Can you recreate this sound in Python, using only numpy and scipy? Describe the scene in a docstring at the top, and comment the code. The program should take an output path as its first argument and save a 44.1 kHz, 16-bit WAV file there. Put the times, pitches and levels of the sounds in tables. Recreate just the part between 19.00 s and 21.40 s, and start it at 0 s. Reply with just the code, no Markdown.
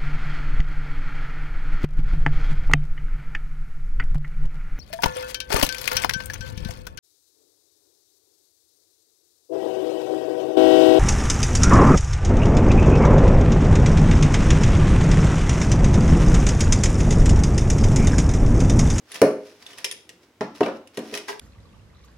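"""A plastic handset and a cardboard box are unpacked on a table in a small, echoing room.
First a thin plastic tray snaps as it buckles in the hands, and at 0.2 s the handset thuds down.
Card slides over card, catching and slipping, and the tray crackles again, loudest at 0.8 s.
At 1.4 s the box is put down and rocks. Around 2 s the handset knocks twice more, softly.
Last, the tray snaps again and fingers bump it, with a short scrape."""
import sys
import numpy as np
from scipy import signal
from scipy.fft import rfft, irfft
from scipy.io import wavfile
from scipy.ndimage import uniform_filter1d, minimum_filter1d

SR = 44100
rng = np.random.default_rng(int(sys.argv[2]) if len(sys.argv) > 2 else 0)


def file_out(sig):
    """Save sig as 16-bit WAV at sys.argv[1]."""
    # one column per channel
    cols = np.atleast_2d(sig).T
    # limit, then scale
    lim = np.clip(cols, -1, 1)
    pcm = np.round(lim * 32767).astype(np.int16)
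    wavfile.write(sys.argv[1], SR, pcm)


N = 105840  # 2.4 seconds


def undb(db):
    """Turn decibels into a number to multiply by."""
    return 10 ** (np.asarray(db) / 20)


def fade(t60):
    """A smooth fade that is 60 dB down after t60 seconds."""
    return np.exp(-np.log(1000) * np.arange(N) / SR / t60)


def add(track, start_s, sound):
    """Mix a sound into a track."""
    i = int(np.clip(start_s * SR, 0, N - 1))
    track[:, i:i + sound.shape[-1]] += sound[..., :N - i]


def through(x, response):
    """Let every sample of x set off a copy of the response (convolution)."""
    return signal.fftconvolve(np.atleast_2d(x), np.atleast_2d(response), axes=1)[:, :N]


def gains(points, size):
    """Join (Hz, dB) points into a gain for every frequency."""
    hz, db = np.array(points).T
    log_hz = np.log(np.fft.rfftfreq(size, 1 / SR) + 1)
    return undb(np.interp(log_hz, np.log(hz), db))


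def colour(x, points, size=4096):
    """Shape the tone with (Hz, dB) points; white noise keeps its power."""
    cepstrum = irfft(np.log(gains(points, size)))
    cepstrum[1:size // 2] *= 2  # folded so the filter never sounds early
    cepstrum[size // 2 + 1:] = 0
    response = irfft(np.exp(rfft(cepstrum)))
    return through(x, response / np.linalg.norm(response))


# Stereo width. Each row: frequency in Hz, level of the sides against the middle in dB.
STEREO_WIDTH = [(40, -14.5), (125, -23.5), (250, -33.5), (500, -16.5), (1000, -9.5), (2000, -4.5),
                (16000, -1)]
def noise(size=N):
    """Stereo white noise, alike in both ears in the bass and wide in the treble."""
    mid, side = rfft(rng.standard_normal((2, size)))
    width = gains(STEREO_WIDTH, size)
    left_right = np.array([mid + width * side, mid - width * side])
    return irfft(left_right / np.hypot(1, width), size)


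def puff(t60, size=16384):
    """A puff of noise that dies away."""
    return noise(size) * fade(t60)[:size]


# Tone of the background. Each row: frequency in Hz, boost or cut in dB.
BACKGROUND_TONE = [(25, -54), (55, -4), (95, 6), (160, -1.5), (330, 6.5), (700, -5.5), (2000, -8.5),
                   (6000, -17), (11000, -24), (16000, -23.5)]
def background():
    """A faint, steady, low rush fills the room."""
    return undb(-59.5) * colour(noise(), BACKGROUND_TONE)


# Tone of the echo. Each row: frequency in Hz, boost or cut in dB.
ECHO_TONE = [(60, -23.5), (250, 11.5), (600, 5.5), (1500, -2), (5500, -1.5), (10000, -3.5), (16000, -8)]
def room_echo(onset_s=0.0013, low_t60=0.38, treble_t60=0.28):
    """The walls answer a click within milliseconds; the treble dies sooner."""
    wash = noise()
    low = signal.sosfilt(signal.butter(1, 7000, fs=SR, output="sos"), wash)
    tail = low * fade(low_t60) + (wash - low) * fade(treble_t60)
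    tail *= 1 - np.exp(-(np.arange(N) / SR / onset_s) ** 2)
    return colour(tail / np.linalg.norm(tail[0]), ECHO_TONE)


# Sliding strokes. Each row: peak time, rise and fall in seconds, level in dB.
# One rise before the peak, or one fall after it, a stroke has 37% of its strength.
SLIDES = [(0.121, 0.029, 0.0093, -47.5), (0.156, 0.013, 0.022, -35.5), (0.471, 0.05, 0.097, -53.5),
          (0.627, 0.014, 0.0069, -50.5), (0.707, 0.037, 0.039, -47.5), (0.781, 0.0052, 0.035, -44.5),
          (0.888, 0.023, 0.025, -63), (1.234, 0.014, 0.023, -59.5), (1.551, 0.0038, 0.048, -48.5),
          (1.644, 0.015, 0.034, -50), (1.77, 0.029, 0.0089, -58.5), (1.946, 0.0053, 0.039, -53),
          (2.065, 0.044, 0.12, -50), (2.155, 0.014, 0.024, -34), (2.286, 0.0035, 0.022, -31)]
# Tone of the sliding. Each row: frequency in Hz, boost or cut in dB.
SLIDE_TONE = [(100, -15.5), (420, -1), (850, -1), (1900, 2), (3400, -0.5), (4400, -2.5), (5400, 0.5),
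              (7800, -12), (10500, -9.5), (13000, -18), (16000, -18.5)]
def sliding(catches_per_s=700, spread_db=2.5, hiss_db=-1.5):
    """Sliding card and plastic catch and slip in many tiny clicks over a soft hiss."""
    t = np.arange(N) / SR
    effort = sum(undb(db) * np.exp(-np.maximum((peak - t) / rise, (t - peak) / fall))
                 for peak, rise, fall, db in SLIDES)
    catches = rng.random(N) < catches_per_s / SR
    strength = undb(spread_db * np.minimum(rng.exponential(size=N), 5))
    grains = np.sqrt(np.abs(through((catches * strength) ** 2, fade(0.004))))
    clicks = grains / grains.std() / 2 * noise()
    return colour(effort * (clicks + undb(hiss_db) * noise()), SLIDE_TONE)


def ping(hz, t60, sag=0.064, size=8192):
    """One brief note that starts a little high and sags, as thin plastic does when it relaxes."""
    level = fade(t60)[:size]
    pitch_hz = hz * (1 + sag * (level - .5))
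    phase = 2 * np.pi * np.cumsum(pitch_hz) / SR
    return np.sqrt(2) * np.sin(phase + rng.uniform(0, np.pi, (2, 1))) * level


# Fingers bumping the tray. Each row: start in seconds, level in dB.
FINGER_BUMPS = [(2.2842, -38.5), (2.294, -35), (2.329, -44)]
# Notes of the whole tray. Each row: pitch in Hz, dB added to the bump's level.
TRAY_NOTES = [(415, -2.5), (885, 3.5), (990, -2), (1590, 3.5), (1940, -2)]
def tray_bumps():
    """Fingers knock the hollow tray; it rings, and the hands quickly damp it."""
    bumps = np.zeros((2, N))
    for start, db in FINGER_BUMPS:
        ring = sum(undb(note_db) * ping(hz, t60=0.064) for hz, note_db in TRAY_NOTES)
        add(bumps, start, undb(db) * ring)
    return bumps


def crackle(t60, step_s=0.0006, spread_db=7):
    """A crease gives way in tiny steps of uneven strength."""
    burst = puff(t60)
    size = burst.shape[1]
    step = (np.arange(size) / SR / step_s).astype(int)
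    strength = undb(spread_db * rng.uniform(-1, 1, size))
    return burst * strength[step] / np.sqrt(np.mean(strength ** 2))


# Tray snaps, plus two brief bright rings near 1.65 s as the box scrapes and rocks. Each row: start in
# seconds, level in dB, ring pitch in Hz, dB added for the ring, left minus right in dB.
SNAPS_AND_RINGS = [(0.118, -35.5, 9900, 1, 0), (0.1232, -46, 3650, 7.5, 1), (0.144, -31.5, 1790, -14, 2),
                   (0.157, -36, 3750, -25, -7), (0.6248, -48, 4650, 4, -1), (0.6650, -39, 3540, 5.5, -1),
                   (0.732, -46, 3020, 3.5, 0), (0.7841, -36, 3030, -12, -1), (0.844, -18, 2273, -8, 0),
                   (0.8443, -28, 5170, 4.5, -0.5), (0.861, -34.5, 5210, 4, -7), (0.9126, -34, 3286, 5.5, 3),
                   (0.9131, -32, 9500, 2.5, -2.5), (0.924, -35, 10700, 0, 7),
                   (1.092, -35.5, 2930, -11, -0.5), (1.632, -48, 2690, 19, 5), (1.6623, -48, 2314, 17, 5),
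                   (1.873, -47, 2820, -2.5, -2), (1.973, -30, 4220, -5.5, 3), (1.9894, -39, 5300, -11, 2),
                   (2.1399, -27.5, 2510, 1.5, -2.5), (2.151, -33, 5580, 2, -2),
                   (2.1743, -27, 3000, -4.5, 1), (2.3950, -33.5, 9400, -5, -4)]
# Tone of the cracks. Each row: frequency in Hz, boost or cut in dB.
CRACK_TONE = [(60, -50.5), (230, -19.5), (430, -1.5), (650, -11), (1250, -12.5), (1900, 5), (2300, 0),
              (2750, 3), (3350, 3.5), (4300, -5), (5200, 0.5), (7800, -6), (10200, -4), (12500, -12),
              (16000, -21)]
def snaps_and_rings():
    """A crack and a brief ring, as a patch of the thin tray buckles or the box scrapes."""
    cracks, rings = np.zeros((2, 2, N))
    for start, db, hz, ring_db, pan_db in SNAPS_AND_RINGS:
        gain = undb(db + np.array([[pan_db], [-pan_db]]) / 2)
        add(cracks, start, gain * crackle(t60=0.041))
        add(rings, start, gain * undb(ring_db) * ping(hz, t60=0.03))
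    return colour(cracks, CRACK_TONE) + rings


def low_ring(notes, drop_t60=0.046, linger_db=-16, spread_s=0.006, size=32768):
    """After a blow, the low notes of table and room swell, drop fast and linger faintly."""
    t = np.arange(size) / SR
    ring = np.zeros(size)
    for hz, db, t60 in notes:
        level = fade(drop_t60) + undb(linger_db) * fade(t60)
        ring += undb(db) * np.sin(2 * np.pi * hz * t) * level[:size]
    ring *= 1 - np.exp(-t / spread_s)  # the shaking takes time to spread over the table
    return ring / np.abs(ring).max()


def struck_spot(x, hz):
    """The spot that is hit boosts the sound near its own pitch."""
    return x + undb(3.5) * signal.lfilter(*signal.iirpeak(hz, Q=4.2, fs=SR), x)


# Tone of the tick as two surfaces meet. Each row: frequency in Hz, boost or cut in dB.
TICK_TONE = [(100, -43.5), (1500, 8), (3500, -6), (5800, -1), (7800, -10), (10300, 1), (13000, -16.5),
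             (16000, 1)]
def knocks(blows, notes, thump_tone, walls, thump_t60, tick_top_hz, echo_db=-3, bass_cut_hz=100):
    """Each blow makes a low ring, a thump of many crowded notes and a tick; the last two echo."""
    rings, thumps, ticks = np.zeros((3, 2, N))
    for start, db, thump_db, tick_db, spot_hz in blows:
        add(rings, start, undb(db) * struck_spot(low_ring(notes), spot_hz))
        add(thumps, start, undb(db + thump_db) * struck_spot(puff(thump_t60), spot_hz))
        add(ticks, start, undb(db + tick_db) * puff(t60=0.021))
    soften = signal.butter(2, tick_top_hz, fs=SR, output="sos")
    ticks = signal.sosfilt(soften, colour(ticks, TICK_TONE))
    thumps = colour(thumps, thump_tone)
    echo = undb(echo_db) * through(thumps + undb(-1) * ticks, walls)  # the nearby tick echoes less
    bass_cut = signal.butter(1, bass_cut_hz, "high", fs=SR, output="sos")  # trim the deepest rumble
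    return signal.sosfilt(bass_cut, rings + thumps + ticks + echo)


# The box hitting the table. Each row: start in seconds, level in dB,
# dB added for the thump, dB added for the tick, pitch of the struck spot in Hz.
BOX_BLOWS = [(1.4087, -15, -12, -10, 144), (1.4135, -20, -9.5, -36.5, 850), (1.6068, -6.5, -16, -17.5, 367),
             (1.6325, -25, -2.5, -5, 3380), (1.6610, -19, -6.5, -10, 546), (1.6805, -28, -4, -22, 1500)]
# Low ring of table and room when the box lands.
# Each row: pitch in Hz, relative level in dB, seconds for the faint tail to fade.
BOX_LANDING_RING = [(49, -24, 0.77), (142.7, -13.5, 0.41), (236, -5, 0.33), (288.7, -3, 0.38),
                    (321.7, -1.5, 0.21), (416.7, 2, 0.19), (440, -0.5, 0.099), (506, -3, 0.12),
                    (632.6, 1, 0.14), (726, -1, 0.32), (866.4, -16.5, 0.23), (914, -4.5, 0.16),
                    (1133, -18.5, 0.26)]
# Tone of the thump. 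Each row: frequency in Hz, boost or cut in dB.
BOX_TONE = [(35, -36), (130, -3), (400, 3), (850, 1.5), (1300, 1.5), (2300, -11), (4000, -14.5),
            (8000, -32), (16000, -39)]
def box(walls):
    """The box lands and rocks; card is softer than plastic, so its tick is duller."""
    return knocks(BOX_BLOWS, BOX_LANDING_RING, BOX_TONE, walls, thump_t60=0.063, tick_top_hz=5900)


# The handset hitting the table. Each row: start in seconds, level in dB,
# dB added for the thump, dB added for the tick, pitch of the struck spot in Hz.
HANDSET_BLOWS = [(0.2166, -4.5, -15, -7.5, 494), (0.2275, -7.5, -19.5, -37, 255),
                 (0.2505, -12, -20, -28, 566), (1.106, -55, -4, -33, 173), (1.9740, -23, -9.5, -30, 266),
                 (2.1255, -31, -12.5, -27, 410)]
# Low ring of table and room when the handset lands.
# Each row: pitch in Hz, relative level in dB, seconds for the faint tail to fade.
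HANDSET_LANDING_RING = [(138, -16.5, 0.21), (146, -1.5, 0.29), (237, 3.5, 0.43), (285.2, 5, 0.4),
                        (321, -4, 0.4), (415.8, 6, 0.49), (439.9, 3, 0.13), (456, 3, 0.077),
                        (522.6, -4, 0.51), (542.6, 2.5, 0.31), (619, 0, 0.41), (634, -3.5, .55),
                        (713, -5, 0.32), (1011, -14, .3)]
# Tone of the thump. Each row: frequency in Hz, boost or cut in dB.
HANDSET_TONE = [(35, -36), (110, -7.5), (400, -2.5), (620, -5), (800, -8), (1100, -7.5), (1400, -11.5),
                (1950, -10.5), (2800, -23), (6000, -44), (16000, -63)]
def handset(walls):
    """The hard plastic handset thuds on the table with a bright tick."""
    return knocks(HANDSET_BLOWS, HANDSET_LANDING_RING, HANDSET_TONE, walls,
                  thump_t60=0.12, tick_top_hz=16000)


def scene():
    """Rustles, snaps and knocks share one room and its quiet background."""
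    walls = room_echo()
    handling = sliding() + tray_bumps() + snaps_and_rings()
    handling_echo = undb(-7.5) * through(handling, walls)
    return background() + handling + handling_echo + box(walls) + handset(walls)


def record(dry, top_hz=16000):
    """A fast limiter holds down the loudest peaks, and the highest treble is cut."""
    span = int(.004 * SR)
    needed_gain = 1 / np.maximum(np.abs(dry).max(axis=0), 1)
    gain = uniform_filter1d(minimum_filter1d(needed_gain, span), span)
    return signal.sosfilt(signal.ellip(8, .2, 70, top_hz, fs=SR, output="sos"), gain * dry)


dry = scene()
out = record(dry)
file_out(out)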